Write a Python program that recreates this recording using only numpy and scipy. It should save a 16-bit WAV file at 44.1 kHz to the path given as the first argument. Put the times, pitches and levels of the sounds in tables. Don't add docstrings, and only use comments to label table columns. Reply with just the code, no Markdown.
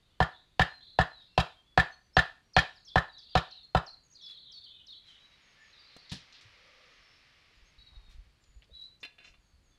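import sys
import numpy as np
from scipy import signal
from scipy.fft import rfft, irfft
from scipy.io import wavfile
from scipy.ndimage import uniform_filter1d

SR = 44100
rng = np.random.default_rng(int(sys.argv[2]) if len(sys.argv) > 2 else 0)


def master_out(mix):
    frames = np.transpose(np.atleast_2d(mix))
    ceiling = np.clip(frames, -1, 1)
    pcm = np.round(ceiling * 32767).astype(np.int16)
    wavfile.write(sys.argv[1], SR, pcm)


def voltage_ratio(level):
    return 10 ** (np.asarray(level, float) / 20)


N = 431298

# t/s, knock level/dB, ring level/dB, crack level/dB
BLOWS = [(0.2053, -25.5, -35.5, -42), (0.5972, -26, -29.5, -35), (0.9905, -25, -33, -40),
         (1.38, -26, -43, -35.5), (1.7778, -24.5, -28, -36), (2.1698, -24, -27, -33),
         (2.5674, -24.5, -29, -30.5), (2.9595, -24.5, -31.5, -39.5), (3.3553, -24, -39.5, -37),
         (3.7511, -24, -44.5, -42)]
THUD_DB = -26
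SIZZLE_DB, SIZZLE_FOLLOWS, MEAN_CRACK_DB = -58, 0.8, -37.5


def blows():
    dull, bright, splinters, fizz, low = np.zeros((5, N))
    t = np.arange(-220, 20000) / SR
    for s, knock_db, ring_db, crack_db in BLOWS:
        sizzle_db = SIZZLE_DB + SIZZLE_FOLLOWS * (crack_db - MEAN_CRACK_DB)
        start = s + t[0]
        add(dull, start, voltage_ratio(knock_db) * knock(t))
        add(bright, start, voltage_ratio(ring_db) * ring(t))
        add(splinters, start, voltage_ratio(crack_db) * crack(t))
        add(fizz, start, voltage_ratio(sizzle_db) * sizzle(t))
        add(low, start, voltage_ratio(THUD_DB) * thud(t))
    direct = dull + bright + splinters + fizz
    reflected = fence(bright) + rods(voltage_ratio(-1.5) * splinters + voltage_ratio(2.5) * fizz) + trunks(dull, bright)
    into_wood = voltage_ratio(-19.5) * dull + voltage_ratio(-7.0) * bright + voltage_ratio(-9.0) * (splinters + fizz)
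    return low + direct + reflected + wood(into_wood, 0.0024)


# f/Hz, relative level/dB, t60/s, arrival after the blow t/s
KNOCK_MODES = [(715, 10, .0085, -.00175), (750, -15, .1, .001), (560, -12, .02, -.0015),
               (1050, -8, .012, -.0012)]
# f/Hz, relative level/dB
BODY_SPECTRUM = [(200, -30.5), (300, -10.5), (500, -7.5), (750, -0.5), (1100, -2), (1400, 0), (2200, -26.5)]


def knock(t):
    since = since_splinters(t)
    shake = (1 - np.exp(-since / 0.00053)) * voltage_ratio(-60 * since / 0.2)
    body = colour(rng.standard_normal(len(t)), BODY_SPECTRUM)
    return onset_unit(rung(KNOCK_MODES, t, .003)) + voltage_ratio(-5.0) * onset_unit(body * shake)


# f/Hz, relative level/dB, t60/s, arrival after the blow t/s
RING_MODES = [(1768, 0, .036, -.00071), (1690, -7, .03, -.00074), (1450, -12, .02, -.0009),
              (2100, -10, .015, -.00085), (1790, -38, .35, 0)]


def ring(t):
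    return onset_unit(rung(RING_MODES, t, 0.00091))


# f/Hz, relative level/dB
CRACK_SPECTRUM = [(1800, -20), (2500, 0), (3100, 0.5), (4000, -1), (5000, -9), (6500, -24.5), (8000, -34)]
TICK_DB = -5


def crack(t):
    noise = colour(rng.standard_normal(len(t)), CRACK_SPECTRUM)
    tick = colour(np.roll(signal.unit_impulse(len(t)), 128), CRACK_SPECTRUM)
    return onset_unit(noise * splinter_burst(t)) + voltage_ratio(TICK_DB) * onset_unit(tick)


# f/Hz, relative level/dB
SIZZLE_SPECTRUM = [(5000, -20.5), (6500, 7.5), (9000, -0.5), (12000, -11), (15500, -14.5)]


def sizzle(t):
    noise = colour(rng.standard_normal(len(t)), SIZZLE_SPECTRUM)
    return onset_unit(noise * splinter_burst(t))


# f/Hz, relative level/dB, t60/s, arrival after the blow t/s
THUD_MODES = [(64, -1, .079, .0126), (112.5, 0, .0725, .0026), (133, -6, .118, -.0013),
              (165.5, -3, .105, .0054)]


def thud(t):
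    return onset_unit(rung(THUD_MODES, t, .003))


def since_splinters(t):
    return np.maximum(t + .0023, 0)


def splinter_burst(t):
    since = since_splinters(t)
    return (1 - np.exp(-since / 0.00064)) * (voltage_ratio(-60 * since / 0.04) + 0.06 * voltage_ratio(-60 * since / 0.37))


def onset_unit(x):
    return x / np.sqrt(np.mean(x[:1800] ** 2))


# delay t/s, level/dB
FENCE_ECHOES = [(.0153, -5), (.02097, 0), (.0238, -4), (.02663, -12)]


def fence(bright):
    return echoes(bright, FENCE_ECHOES)


def rods(treble):
    taps = np.r_[np.zeros(600), rng.standard_normal(800) * np.hanning(800)]
    return signal.oaconvolve(treble, taps / np.linalg.norm(taps))[:N]


# delay t/s, level/dB
TRUNK_ECHOES = [(.045, -26), (.056, -22.5), (.071, -37.5), (0.086, -22), (.102, -38), (.128, -28.5),
                (.141, -61.5), (.155, -41), (.167, -46), (.212, -43.5), (.237, -49)]


def trunks(dull, bright):
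    return echoes(dull / 4 + bright, TRUNK_ECHOES)


# f/Hz, t60/s
WOOD_DECAY = [(200, 0.067), (500, 0.27), (1000, .33), (2000, 0.28), (4000, 0.26), (8000, .15),
              (14000, 0.015)]


def wood(x, rise):
    f, t60 = np.transpose(WOOD_DECAY)
    hz, t, bands = signal.stft(rng.standard_normal(SR), SR, nperseg=256)
    bands *= voltage_ratio(-60 * t / np.interp(hz, f, t60)[:, None])
    tail = signal.istft(bands, SR, nperseg=256)[1]
    tail *= 1 - np.exp(-np.arange(len(tail)) / SR / rise)
    return signal.oaconvolve(x, tail / np.linalg.norm(tail))[:N]


def handling():
    out = snaps() + dropped_club() + scuffs() + bumps() + tool()
    return out + voltage_ratio(-13.0) * wood(out, 0.0017)


SNAP_RISE = 0.0063
# t/s, level/dB, t60/s, centre f/Hz, width/octaves (6 dB down this far to each side)
SNAPS = [(4.61, -73.5, 0.031, 4014, 1.14), (5.965, -39.5, 0.013, 500, 1), (5.966, -50.5, 0.027, 3430, 1.1),
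         (6.092, -50.5, 0.44, 4090, 0.45), (6.3237, -50, 0.056, 4000, 0.51),
         (6.34, -54.5, 0.36, 3710, 0.44), (6.41, -58.5, 0.16, 3520, 0.75), (8.439, -63, 0.035, 4790, 0.52),
         (8.621, -54, 0.056, 2570, 0.58), (8.623, -59, 0.04, 530, 0.44), (8.642, -61, 0.032, 3000, 0.68),
         (8.696, -61, 0.096, 552, 0.25), (9.003, -64, 0.22, 5570, 0.28)]


def snaps():
    out = np.zeros(N)
    for s, db, t60, hz, octaves in SNAPS:
        add(out, s, crackle(db, t60, hz, octaves, SNAP_RISE * t60))
    return out


DROP_S = 6.116
# level/dB, t60/s, centre f/Hz, width/octaves (6 dB down to each side)
DROP_BANDS = [(-40, .21, 89, 1.16), (-41.5, 0.13, 178, 0.27), (-49, 0.15, 700, 1.3),
              (-51.5, 0.24, 1760, 0.13), (-39, 0.24, 3600, 0.52), (-52.5, 0.186, 7200, 0.467)]


def dropped_club():
    out = np.zeros(N)
    for db, t60, hz, octaves in DROP_BANDS:
        add(out, DROP_S, crackle(db, t60, hz, octaves, SNAP_RISE * t60))
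    return out


SCUFF_RISE_S = 0.024
# t/s, level/dB, t60/s, centre f/Hz, width/octaves (6 dB down to each side)
SCUFFS = [(4.28, -54, 0.2, 2520, 1.07), (5.059, -60.5, 0.41, 3470, 0.81), (7.9, -69.5, 1, 890, 0.65),
          (8.09, -55.5, 0.218, 2380, 1.2), (9.235, -56, 0.23, 5400, 0.35)]


def scuffs():
    out = np.zeros(N)
    for s, db, t60, hz, octaves in SCUFFS:
        add(out, s, crackle(db, t60, hz, octaves, SCUFF_RISE_S))
    return out


def crackle(db, t60, hz, octaves, rise):
    t = handling_time()
    wander_db = 2.8 * unit(uniform_filter1d(rng.standard_normal(len(t)), size=40))
    grains = rng.standard_normal(len(t)) * voltage_ratio(wander_db)
    band = [(hz * 2 ** (k * octaves), -6 * k * k) for k in (-3, -2, -1, 0, 1, 2, 3)]
    return voltage_ratio(db - 60 * t / t60) * (1 - np.exp(-t / rise)) * unit(colour(grains, band))


BUMP_T60_S, BUMP_RISE_S = 0.12, 0.0076
# t/s, level/dB, f/Hz
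BUMPS = [(6.451, -46.5, 105), (6.989, -56, 53.8), (7.569, -48.5, 48.4), (7.619, -45, 37.7),
         (7.779, -42.5, 45.8), (7.919, -46, 59), (7.965, -33.5, 42.8), (8.039, -48.5, 43.1),
         (8.084, -40, 37.2), (8.145, -37, 40.8), (8.182, -32, 43.1), (8.269, -45.5, 48.5),
         (8.489, -46, 43.1), (8.56, -36.5, 51.7), (8.714, -41.5, 60), (9.298, -48.5, 37.7),
         (9.381, -49, 45.4), (9.534, -46, 65.2)]


def bumps():
    out = np.zeros(N)
    for s, db, hz in BUMPS:
        add(out, s, voltage_ratio(db) * rung([(hz, 0, BUMP_T60_S, 0)], handling_time(), BUMP_RISE_S))
    return out


TILT_PIVOT_HZ = 1700
# t/s, level/dB, t60 of the scrape/s, tilt above the pivot/(dB per octave); softer contact is duller
CLINKS = [(9.029, -62.5, 0.056, 0), (9.04, -64, 0.037, -2), (9.048, -63, 0.048, 0),
          (9.183, -74, 0.061, -2.5), (9.2, -81.5, 0.43, -3), (9.243, -73.5, 0.15, -4),
          (9.275, -76, 0.082, -4), (9.338, -80.5, 0.07, -9)]
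# f/Hz, width/Hz, level/dB
TOOL_MODES = [(730, 35, -16), (1690, 40, -10), (2180, 60, -24), (2540, 75, -23), (2748, 58, 1.5),
              (3030, 114, 1), (3540, 42, 0), (4080, 21, -6.5), (4860, 38, -16), (5300, 66, -27),
              (6150, 140, -41)]


def tool():
    taps = np.zeros(N)
    t = handling_time()
    for s, db, t60, tilt_db in CLINKS:
        grit = voltage_ratio(2.9 * unit(uniform_filter1d(rng.standard_normal(len(t)), size=60)))
        tilt = [(200, 0), (TILT_PIVOT_HZ, 0), (8 * TILT_PIVOT_HZ, 3 * tilt_db)]
        contact = colour(rng.standard_normal(len(t)), tilt)
        add(taps, s, voltage_ratio(db - 60 * t / t60) * (1 - np.exp(-t / 0.000654)) * grit * contact)
    steel = sum(voltage_ratio(db) * np.exp(-np.pi * width * t) * np.sin(2 * np.pi * hz * t)
                for hz, width, db in TOOL_MODES)
    scrape = colour(taps, [(1000, -28), (1700, 1), (2500, 16.5), (4000, -34.0), (7000, -19.5)])
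    return signal.oaconvolve(taps, steel)[:N] + voltage_ratio(15.5) * scrape


def handling_time():
    return np.arange(14000) / SR


def birds():
    clear = swoops() + whistles() + tones() + seeps() + pairs() + near_whistle()
    far = warble()
    return clear + far + wood(voltage_ratio(-10) * clear + voltage_ratio(-3.0) * far, 0.014)


SWOOP_SETTLE_S, SWOOP_START_DB = .008, -16
# start t/s, length t/s, level/dB, from f/Hz, settles at f/Hz
SWOOPS = [(2.13, .035, -59.5, 4906, 5480), (2.532, .03, -49, 6890, 4112), (2.846, .042, -55, 7300, 5270),
          (2.893, .059, -56, 4000, 3430), (3.078, .035, -56.5, 4965, 3810), (3.18, .028, -51.5, 7200, 4320),
          (3.508, .03, -52, 7000, 3796), (3.86, 0.038, -49.5, 7200, 4050), (4.029, .047, -69, 7110, 6590),
          (4.21, .045, -57, 7000, 5280), (4.218, .088, -51, 4278, 3415), (4.515, .088, -52.5, 7000, 4415),
          (4.692, .035, -52.5, 4250, 3400), (4.713, .1, -77, 2860, 2523), (4.865, .045, -52.5, 7200, 3646),
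          (7.641, .065, -75.5, 5630, 6460)]


def swoops():
    out = np.zeros(N)
    for s, length, db, from_hz, to_hz in SWOOPS:
        left = np.exp(-np.arange(0, length, 1 / SR) / SWOOP_SETTLE_S)
        sing(out, s, to_hz + (from_hz - to_hz) * left, db + SWOOP_START_DB * left)
    return out


# start t/s, length t/s, level/dB, from f/Hz, to f/Hz
WHISTLES = [(.09, .105, -81.5, 2840, 3100), (.33, .04, -60.5, 3540, 3530), (0.658, .32, -60.5, 4150, 4030),
            (1.101, .14, -58.5, 4185, 3643), (1.278, .1, -75, 2720, 2700), (1.476, .04, -62, 4150, 3550),
            (1.508, .045, -68, 3550, 3480), (1.551, .065, -66.5, 3230, 3170), (1.64, .13, -73, 3400, 3390),
            (1.909, .05, -71.5, 6200, 6150), (1.918, .042, -61, 4290, 4320), (1.991, .118, -83, 4660, 4560),
            (1.993, .118, -83.5, 6100, 5930), (2.43, .1, -83.5, 5680, 5700),
            (2.72, .035, -78.5, 5610, 5680), (2.753, .045, -64, 5600, 3420), (2.88, .02, -55, 5354, 3700),
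            (3.122, .035, -59.5, 4880, 4200), (3.165, .025, -51, 4100, 3870),
            (3.208, .075, -63, 4480, 4400), (3.289, .058, -58.5, 4850, 4530),
            (3.562, .035, -56.5, 3920, 3880), (3.628, .034, -54, 4250, 4210),
            (3.665, .08, -79.5, 4200, 4260), (3.889, 0.032, -52.5, 4050, 4710),
            (3.925, .027, -52.5, 4500, 3920), (3.984, .058, -72, 4680, 4500),
            (4.078, .012, -71, 6400, 5780), (4.097, .03, -66.5, 6580, 6540),
            (4.122, .022, -61.5, 5400, 7100), (4.15, .032, -56, 5100, 3720), (4.256, .03, -53, 5250, 4100),
            (4.306, .018, -50, 4250, 3740), (4.364, .028, -53.5, 4110, 3360), (4.499, .02, -58, 3520, 3040),
            (4.562, .025, -52, 4300, 3290), (4.635, .03, -52.5, 4860, 3830), (4.719, .1, -63.5, 3560, 3615),
            (4.707, .09, -70, 3080, 3000), (4.9, .045, -51, 4460, 2978), (4.901, 0.098, -64.5, 4400, 4330),
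            (5.049, 0.053, -62, 4050, 3950), (5.082, 0.037, -60, 3250, 3000), (4.93, .07, -57, 3950, 3920),
            (5.198, .08, -63.5, 3930, 3880), (5.312, .05, -66, 3900, 3830), (6.993, .25, -73.5, 5340, 5330),
            (7.555, .04, -75.5, 4950, 4900), (8.724, .1, -71.5, 3450, 3310), (9.409, .2, -85, 4520, 4400),
            (9.712, .06, -78, 3550, 3400)]


def whistles():
    return glides(WHISTLES, 14)


TONE_WAVER_HZ = 45
# start t/s, length t/s, level/dB, from f/Hz, to f/Hz
TONES = [(5.56, 0.11, -66.5, 1730, 1750), (6.52, 0.47, -73.5, 512, 482), (6.6, .5, -76.5, 1200, 1120)]


def tones():
    return glides(TONES, TONE_WAVER_HZ)


def glides(table, waver_hz):
    out = np.zeros(N)
    for s, length, db, from_hz, to_hz in table:
        u = np.arange(0, length, 1 / SR) / length
        sing(out, s, from_hz + (to_hz - from_hz) * u, db + arch_db(u), waver_hz)
    return out


SEEP_SETTLE_S, SEEP_DROP = .03, 0.098
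# start t/s, length t/s, level/dB, settles at f/Hz
SEEPS = [(2.742, .1, -85, 6630), (3.0, 0.065, -92, 6700), (5.18, .17, -86, 6420),
         (5.402, .155, -78.5, 6440), (5.591, 0.16, -77.5, 6510), (6.9, .1, -82, 6280),
         (7.542, .07, -84, 6660), (8.401, 0.22, -79, 6880), (9.392, .165, -82.5, 6480),
         (9.63, 0.13, -79, 6400)]


def seeps():
    out = np.zeros(N)
    for s, length, db, hz in SEEPS:
        t = np.arange(0, length, 1 / SR)
        sing(out, s, hz * (1 + SEEP_DROP * np.exp(-t / SEEP_SETTLE_S)), db + arch_db(t / length))
    return out


PAIR_HZ, PAIR_UPPER_DB, PAIR_SAG_HZ_PER_S = (3880, 4400), -4.5, 600
# start t/s, length t/s, level/dB
PAIRS = [(7.78, .058, -62), (7.86, 0.047, -61), (7.942, 0.04, -64), (8.002, 0.15, -71.5)]


def pairs():
    out = np.zeros(N)
    for s, length, db in PAIRS:
        t = np.arange(0, length, 1 / SR)
        sag = PAIR_SAG_HZ_PER_S * (t + s - PAIRS[0][0])
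        for hz, voice_db in zip(PAIR_HZ, (db, db + PAIR_UPPER_DB)):
            sing(out, s, hz - sag, voice_db + arch_db(t / length))
    return out


OVERTONE_DB = -45
# t/s, f/Hz, level/dB
NEAR_WHISTLE = [(8.7, 3463, -80), (8.728, 3854, -65), (8.748, 3912, -54), (8.784, 3917, -54.5),
                (8.824, 3888, -46.5), (8.834, 3950, -53), (8.864, 3984, -49), (8.885, 4160, -71.5)]


def near_whistle():
    out = np.zeros(N)
    s, hz, db = np.transpose(NEAR_WHISTLE)
    t = np.arange(s[0], s[-1], 1 / SR)
    pitch, level_db = np.interp(t, s, hz), np.interp(t, s, db)
    sing(out, s[0], pitch, level_db)
    sing(out, s[0], 2 * pitch, level_db + OVERTONE_DB)
    return out


PHRASE_EDGE = .4
# start t/s, length t/s, level/dB, from f/Hz, to f/Hz
CHATTER = [(0.0, 0.13, -78.5, 3870, 3180), (0.293, 0.11, -67, 3700, 3780), (0.421, 0.18, -81, 3730, 3790),
           (0.753, .22, -64, 3950, 3950), (1.095, 0.2, -71, 3950, 3890), (1.167, .2, -76.5, 4750, 4770),
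           (2.754, .1, -71, 4650, 4680), (2.865, 0.044, -56, 3900, 3860), (3.081, 0.32, -61.5, 4000, 4064),
           (3.36, 0.26, -60, 3750, 3976), (3.2, .4, -70, 3195, 3125), (4.128, 0.14, -58, 4400, 3680),
           (4.272, 0.31, -59, 3750, 3910), (4.552, 0.29, -61, 3900, 3445), (4.843, 0.37, -67, 3900, 3400),
           (5.661, 0.46, -64.5, 4120, 4570)]


def warble():
    out = np.zeros(N)
    u = np.linspace(0, 1, 900)
    for s, length, db, from_hz, to_hz in CHATTER:
        for along in np.arange(0, length, .007) / length:
            shift, fall, size = rng.uniform(-1.1, 1, 3)
            centre = (from_hz + (to_hz - from_hz) * along) * (1 + .15 * shift)
            pitch = centre * (1 + (.16 + .08 * fall) * (.5 - u))
            chirp = np.sin(2 * np.pi * np.cumsum(pitch) / SR) * np.hanning(len(u))
            swell = min(1, 2 * min(along, 1 - along) / PHRASE_EDGE + .1)
            add(out, s + along * length, voltage_ratio(db) * swell * 3 ** size * chirp)
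    return out


def sing(mix, start, hz, db, waver_hz=14):
    flutter = unit(uniform_filter1d(rng.standard_normal(len(hz)), size=250))
    turns = np.cumsum(hz * (1 + 0.0045 * flutter) + waver_hz * flutter) / SR
    edges = signal.windows.tukey(len(hz), min(400 / len(hz), 1))
    add(mix, start, voltage_ratio(db + 2.5 * flutter) * np.sqrt(2) * np.sin(2 * np.pi * turns) * edges)


ARCH_POWER = .4


def arch_db(u):
    return 20 * ARCH_POWER * np.log10(abs(np.sin(np.pi * u)) + 1e-3)


def background():
    return rush() + breeze() + air()


# f/Hz, relative level per hertz/dB
RUSH_SPECTRUM = [(150, -41.5), (250, -8), (364, -10.5), (498, -5), (770, -6.5), (1070, -4.5), (1140, 0.5),
                 (1470, -1.5), (2070, 4.5), (5410, -4.5), (9000, -38), (11700, -66), (19800, -120)]
# t/s, level/dB
RUSH_LEVEL = [(4.95, -94), (5.06, -68), (5.6, -64), (6.4, -61.5), (6.91, -61.5), (7.67, -67.5),
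              (8.55, -79.5)]


def rush():
    noise = unit(colour(rng.standard_normal(N), RUSH_SPECTRUM))
    return noise * voltage_ratio(np.interp(np.arange(N) / SR, *np.transpose(RUSH_LEVEL), -120, -120))


# f/Hz, relative level per hertz/dB
BREEZE_SPECTRUM = [(12, -27), (20, 1), (38, -0.5), (76, -0.5), (113, -5), (200, -16), (260, -44.5),
                   (440, -120)]
# t/s, level/dB
BREEZE_LEVEL = [(0.0, -72.5), (2.0, -71.5), (3.8, -73), (4.3, -77), (4.6, -73.5), (5.2, -76.5),
                (6.5, -74.5), (7.57, -75.5), (8.1, -63), (8.31, -68.5), (9.12, -73), (9.78, -68.5)]


def breeze():
    noise = unit(colour(rng.standard_normal(N), BREEZE_SPECTRUM))
    return noise * voltage_ratio(np.interp(np.arange(N) / SR, *np.transpose(BREEZE_LEVEL)))


AIR_DB = -74
# f/Hz, relative level per hertz/dB
AIR_SPECTRUM = [(76, -29), (130, -1), (829, -13.5), (1170, -12.5), (3830, -15.5), (4500, -11), (5290, -23),
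                (6730, -22.5), (7910, -25.5), (12300, -30.5), (13300, -41), (16000, -46.5)]


def air():
    noise = colour(rng.standard_normal(N), AIR_SPECTRUM)
    heard = colour(noise, [(200, 0), (16000, 0)])
    return voltage_ratio(AIR_DB) * noise / np.sqrt(np.mean(heard ** 2))


def rung(modes, t, rise):
    out = np.zeros(len(t))
    for hz, db, t60, lag in modes:
        since = np.maximum(t - max(lag, -1 / 400), 0)
        out += voltage_ratio(db - 60 * since / t60) * (1 - np.exp(-since / rise)) * np.sin(2 * np.pi * hz * since)
    return out


def echoes(x, table):
    out = np.zeros(len(x))
    for s, db in table:
        add(out, s, voltage_ratio(db) * x)
    return out


def colour(x, points):
    f, db = np.transpose(points)
    hz = np.fft.rfftfreq(len(x), 1 / SR)
    gain_db = np.interp(np.log(hz + 1), np.log(f), db, -90, -90)
    return irfft(rfft(x) * voltage_ratio(gain_db), len(x))


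def unit(x):
    return x / np.sqrt(np.mean(x ** 2) + 1e-20)


def add(mix, s, sound):
    part = mix[round(s * SR):][:len(sound)]
    part += sound[:len(part)]


def scene():
    return (blows() + handling() + birds() + background())[None]


def low_pass(x):
    return signal.sosfilt(signal.butter(12, 16360, fs=SR, output="sos"), x)


def record(dry):
    return low_pass(dry)


dry = scene()
out = record(dry)
master_out(out)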